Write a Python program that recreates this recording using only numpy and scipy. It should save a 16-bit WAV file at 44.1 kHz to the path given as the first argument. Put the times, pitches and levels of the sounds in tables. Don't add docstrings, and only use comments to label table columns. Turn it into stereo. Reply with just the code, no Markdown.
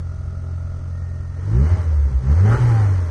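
import sys
import numpy as np
from scipy import signal
from scipy.fft import rfft, irfft, next_fast_len
from scipy.io import wavfile
from scipy.ndimage import uniform_filter1d, map_coordinates

SR = 44100
rng = np.random.default_rng(int(sys.argv[2]) if len(sys.argv) > 2 else 0)


def boost_factor(decibels):
    exponent = np.asarray(decibels, float) / 20
    return 10 ** exponent


def to_wav(sig):
    pcm = np.clip(np.atleast_2d(sig), -1, 1) * 32767
    pcm = np.round(pcm).astype(np.int16)
    wavfile.write(sys.argv[1], SR, pcm.T)


N = 136710


def unit(x):
    return x / np.sqrt(np.mean(x ** 2) + 1e-20)


def along(points, hz):
    f, v = np.transpose(points)
    return np.interp(np.log(hz + 1), np.log(f + 1), v)


def curve(rows):
    s, value = np.transpose(rows)
    return np.interp(np.arange(N) / SR, s, value)


def wobble(rate):
    return map_coordinates(rng.standard_normal(400), [np.arange(N) * rate / SR])


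def filtered(x, response):
    m = next_fast_len(N + SR // 2)
    return irfft(rfft(x, m) * response(np.fft.rfftfreq(m, 1 / SR)), m)[..., :N]


def ringing(peaks):
    def response(f):
        total = 0
        for k, (centre, width, db) in enumerate(peaks):
            damping = 1j * f * width
            total = total + (-1) ** k * boost_factor(db) * damping / (centre * centre - f * f + damping)
        return total
    return response


def double_ringing(peaks):
    return lambda f: ringing(peaks)(f) ** 2


def shaped(points):
    return lambda f: boost_factor(along(points, f))


def pulse(phase, depth):
    return 1 + depth * np.cos(phase - 1.1)


# frequency in Hz, left-right correlation from 0 to 1.
EAR_LIKENESS = [(30, .99), (100, .96), (200, .75), (500, .45), (1500, .65), (3000, .62), (5000, .2),
                (8000, .25)]


def rush(response, gate=1):
    def mid_side_gains(hz):
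        turn = np.arccos(np.clip(along(EAR_LIKENESS, hz), -1, 1)) / 2
        return response(hz) * [np.cos(turn), np.sin(turn)]
    mid, side = filtered(rng.standard_normal((2, N)) * gate, mid_side_gains)
    return unit(np.array([mid + side, mid - side]))


def tone(phase, db):
    return np.sqrt(2) * boost_factor(db) * np.sin(phase)


# frequency in Hz, density in dB per Hz.
RUMBLE_SPECTRUM = [(12, -35), (24, -12.5), (34, -7.8), (62, -2.6), (110, -11.5), (190, -27.5), (320, -37)]


def body_rumble(over_db):
    level_db = -40 + 0.65 * (over_db + 20) + 1.4 * wobble(9.1)
    return boost_factor(level_db) * rush(lambda f: shaped(RUMBLE_SPECTRUM)(f) * (f < 420))


# frequency in Hz, density in dB per Hz.
IDLE_SPECTRUM = [(110, -26), (180, 1.5), (432, -20), (602, -6.5), (1000, -28), (1360, -10), (1550, -45.5),
                 (1850, -24.5), (3050, -31.5), (3960, -48), (6710, -120)]


def idle_rush(phase):
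    return boost_factor(-46.5) * rush(shaped(IDLE_SPECTRUM), pulse(phase, 0.2))


TOP_HZ = 9750

# frequency in Hz, density in dB per Hz.
HISS_SPECTRUM = [(2200, -12), (2600, 2), (3500, -5), (4300, -1), (6300, -1), (7350, -8), (8600, -4),
                 (9650, -12)]


def throttle_hiss(over_db, phase):
    noise = rush(lambda f: shaped(HISS_SPECTRUM)(f) * (f < TOP_HZ), pulse(phase, .15))
    return boost_factor(-44 + 0.76 * over_db) * noise


# frequency in Hz, width in Hz, level in dB.
INJECTOR_MODES = [(6250, 500, 0), (5000, 500, -8), (8700, 800, -8)]


def injector_fizz(over_db, phase):
    noise = rush(lambda f: double_ringing(INJECTOR_MODES)(f) * (f < TOP_HZ), pulse(phase, 0.092))
    return boost_factor(-60.5 + 0.41 * over_db) * noise


def thin_air(over_db):
    centre_hz, width_hz = 11400, 430
    level_db = -62 + 1.3 * over_db + 4.4 * wobble(45)
    return boost_factor(level_db) * rush(lambda f: np.exp(-((f - centre_hz) / width_hz) ** 4))


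# frequency in Hz, width in Hz, level in dB.
NEAR_PANEL = [(650, 92, -2), (1312, 140, -3.8), (1424, 33, -0.75)]
FAR_PANEL = [(1841, 39, .1)]


def valve_ticks(hz, phase):
    move_s, move_len_s, jitter_s, scatter_db = 0.92, 0.084, .00004, 1
    firings = np.flatnonzero(np.diff(np.floor(phase / (2 * np.pi))))
    late, strength = rng.standard_normal((2, len(firings)))
    at = firings + np.round(late * jitter_s * SR).astype(int)
    blows = np.bincount(np.clip(at, 0, N - 1), boost_factor(scatter_db * strength), N)
    near = unit(filtered(blows, double_ringing(NEAR_PANEL)))
    far = unit(filtered(blows, double_ringing(FAR_PANEL)))
    moved = np.clip((np.arange(N) / SR - move_s) / move_len_s + .5, 0, 1)
    idle_only = boost_factor(-40 * np.log2(hz / hz[0]))
    return idle_only * (boost_factor(-49.5) * (1 - 0.27 * moved) * near + boost_factor(-51.5) * moved * far)


# frequency in Hz, gain in dB.
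WHINE_PATH_DB = [(300, -25), (450, -12), (560, -12), (620, -2), (690, -14), (740, 3), (830, 1), (890, -1)]


def alternator_whine(hz, phase):
    ratio = 7.17
    level_db = -38 + 9 * np.log2(hz / 120) + along(WHINE_PATH_DB, ratio * hz)
    return tone(ratio * phase + .4 * wobble(30), level_db + 1.8 * wobble(14))


# multiple of the firing rate, level in dB at idle, unsteadiness in dB.
IMBALANCE = [(0.499, -46, 0.5), (0.752, -40, 2), (1.498, -40.5, 3.5), (1.748, -47, 4), (3, -60.5, 1.5)]
# frequency in Hz, gain in dB.
IMBALANCE_PATH = [(20, -4.5), (35, -3.8), (62, 2.3), (100, -4.5), (150, 0.8), (185, -13.5), (300, 0)]


def uneven_cylinders(hz, phase):
    speed_db = 3 * np.log2(hz / hz[0])
    out = np.zeros(N)
    for k, db, shaky_db in IMBALANCE:
        level_db = db + speed_db + along(IMBALANCE_PATH, k * hz) + shaky_db * wobble(10)
        out += tone(k * phase + .8 * wobble(9), level_db)
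    return out


# frequency in Hz, width in Hz, level in dB.
GULP_MODES = [(1320, 260, -2.9), (472, 43, -1.2)]


def intake_gulp(phase):
    centre_s, length_s = 2.54, 0.029
    swell = np.exp(-((np.arange(N) / SR - centre_s) / length_s) ** 2)
    return boost_factor(-25.5) * swell * rush(double_ringing(GULP_MODES), pulse(phase, 0.18))


# frequency in Hz, width in Hz, level in dB.
TRUNK_MODES = [(217, 89, 0.59), (440, 320, -2.9)]


def intake_growl(over_db, open_db, phase):
    return boost_factor(-36 + open_db + .35 * over_db) * rush(double_ringing(TRUNK_MODES), pulse(phase, 0.43))


# frequency in Hz, density in dB per Hz.
ROAR_SPECTRUM = [(110, -45), (180, -4.5), (475, -4.5), (686, -12), (772, -10), (1400, -12), (2020, -13.5),
                 (2740, -26.5), (3050, -19.5), (3960, -66), (6710, -120)]


def engine_roar(effort_db, phase):
    fade = np.clip((effort_db + 53.5) / 8, 0, 1)
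    return boost_factor(effort_db + 0.39 * wobble(25)) * fade * rush(shaped(ROAR_SPECTRUM), pulse(phase, 0.12))


# multiple of the firing rate, level in dB, unsteadiness in dB.
HARMONICS = [(2, -0.27, 1.06), (3, -1, -0.1), (4, -7.5, -3.1), (5, -21, 9), (6, -7.5, 8), (8, -21, 3),
             (9, -13, 9.5)]
# frequency in Hz, gain in dB.
CABIN_GAIN = [(86, -9.5), (115, -14), (140, -19), (168, -30), (205, -27.5), (270, -40), (440, -32.5),
              (620, -48.5)]


def firing_overtones(hz, open_db, phase):
    out = np.zeros(N)
    for k, db, shaky_db in HARMONICS:
        level_db = db + open_db + along(CABIN_GAIN, k * hz) + shaky_db * wobble(13)
        out += tone(k * (phase - .6), level_db)
    return out


# time in seconds, gas push minus piston shake at the firing rate (signed, about -1 to 1).
NET_PUSH = [(0, -0.31), (1.44, .2), (1.56, .9), (1.64, 1.1), (1.69, 0.71), (1.74, 1.5), (1.77, -0.12),
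            (1.805, -0.86), (1.835, -0.36), (1.87, -0.81), (2.075, -0.83), (2.115, -0.19), (2.16, -1.1),
            (2.235, .02), (2.3, 1.05), (2.545, 1.3), (2.61, -1.23), (3.1, -0.59)]
# frequency in Hz, level in dB.
SEAT_GAIN = [(40, -46.5), (58, -16), (72, -13), (84, -15.5), (95, -12), (110, -14), (125, -15)]


def cabin_boom(hz, phase):
    push = curve(NET_PUSH)
    bent = np.sign(push) * abs(push) ** 1.39
    return bent * tone(phase, along(SEAT_GAIN, hz) + .6 * wobble(4.8))


# frequency in Hz, left minus right in dB.
EAR_TILT = [(40, -6.7), (80, 3.5), (150, 2.4), (400, 0), (800, -4), (1300, -4.5), (2600, -.6), (5000, 1.1)]


def at_the_ears(x):
    ear = np.array([[.5], [-.5]])
    null_hz, null_width_hz, null_db = 695, 35, -10
    lag_s, lag_under_hz = .000165, 3253

    def response(f):
        null = null_db * np.exp(-((f - null_hz) / null_width_hz) ** 2)
        delay = np.exp(-2j * np.pi * f * lag_s * ear * (f < lag_under_hz))
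        return boost_factor(ear * along(EAR_TILT, f) + null) * delay
    return filtered(x, response)


# time in seconds, firing rate in Hz.
FIRING_RATE = [(0, 43.15), (1.3, 43.2), (1.41, 44), (1.54, 55.8), (1.69, 84), (1.72, 87.2), (1.77, 89),
               (1.94, 75.2), (2.11, 66), (2.22, 62.3), (2.3, 69), (2.39, 89), (2.46, 104), (2.53, 116.6),
               (2.58, 123), (2.66, 120.4), (2.87, 99.4), (3.1, 81.4)]
# time in seconds, level in dB.
EFFORT_DB = [(0.0, -41.5), (0.02, -48), (1.33, -47.5), (1.67, -33.5), (1.78, -34), (1.87, -39.5),
             (2.21, -43.5), (2.32, -33.5), (2.34, -35), (2.4, -31.5), (2.42, -34.5), (2.48, -28),
             (2.55, -26), (2.58, -28), (2.81, -30.5), (3.1, -38.5)]
# time in seconds, opening in dB.
THROTTLE_DB = [(0, -17.5), (1.42, -17.5), (1.54, -1), (1.64, 1.2), (1.69, -12), (2.06, -23), (2.12, -9.5),
               (2.17, -23.5), (2.24, -7.5), (2.31, -2.5), (2.37, -14), (2.45, 0.7), (2.54, -1), (2.6, -24),
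               (3.1, -21)]


def scene():
    hz, effort_db, open_db = curve(FIRING_RATE), curve(EFFORT_DB), curve(THROTTLE_DB)
    phase = 2 * np.pi * np.cumsum(hz) / SR
    over_db = effort_db + 27
    mix = body_rumble(over_db) + idle_rush(phase)
    mix += throttle_hiss(over_db, phase) + injector_fizz(over_db, phase) + thin_air(over_db)
    mix += valve_ticks(hz, phase) + alternator_whine(hz, phase) + uneven_cylinders(hz, phase)
    mix += intake_gulp(phase) + intake_growl(over_db, open_db, phase) + engine_roar(effort_db, phase)
    mix += firing_overtones(hz, open_db, phase) + cabin_boom(hz, phase)
    return at_the_ears(mix)


# frequency in Hz, threshold in standard deviations.
LOSS_RARITY = [(900, 9), (1500, 2.3), (2000, 3), (2550, .9), (3000, 1.2), (3600, .1), (4400, 1.3),
               (5500, .8), (6300, 2.6), (7400, .6), (8500, 1.3), (9500, .4), (11400, -.1)]


def flickering_bands(x):
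    hz, _, z = signal.stft(x, SR, nperseg=1024)
    luck = uniform_filter1d(rng.standard_normal((90, z.shape[2])), size=4, axis=1)
    luck = unit(luck)[np.arange(len(hz)) // 6]
    power = uniform_filter1d(np.sum(abs(z) ** 2, axis=(0, 1)), size=9)
    loud_db = 10 * np.log10(power + 1e-9)
    loud_shift = .045 * (loud_db - loud_db.mean()) * (hz[:, None] < TOP_HZ)
    keep = np.where(luck + loud_shift > along(LOSS_RARITY, hz)[:, None], boost_factor(-26), 1)
    return signal.istft(z * keep, SR, nperseg=1024)[1][:, :N]


def band_limit(x):
    return signal.sosfilt(signal.butter(12, 12040, fs=SR, output="sos"), x)


def record(dry):
    mix = flickering_bands(dry)
    return band_limit(mix)


dry = scene()
out = record(dry)
to_wav(out)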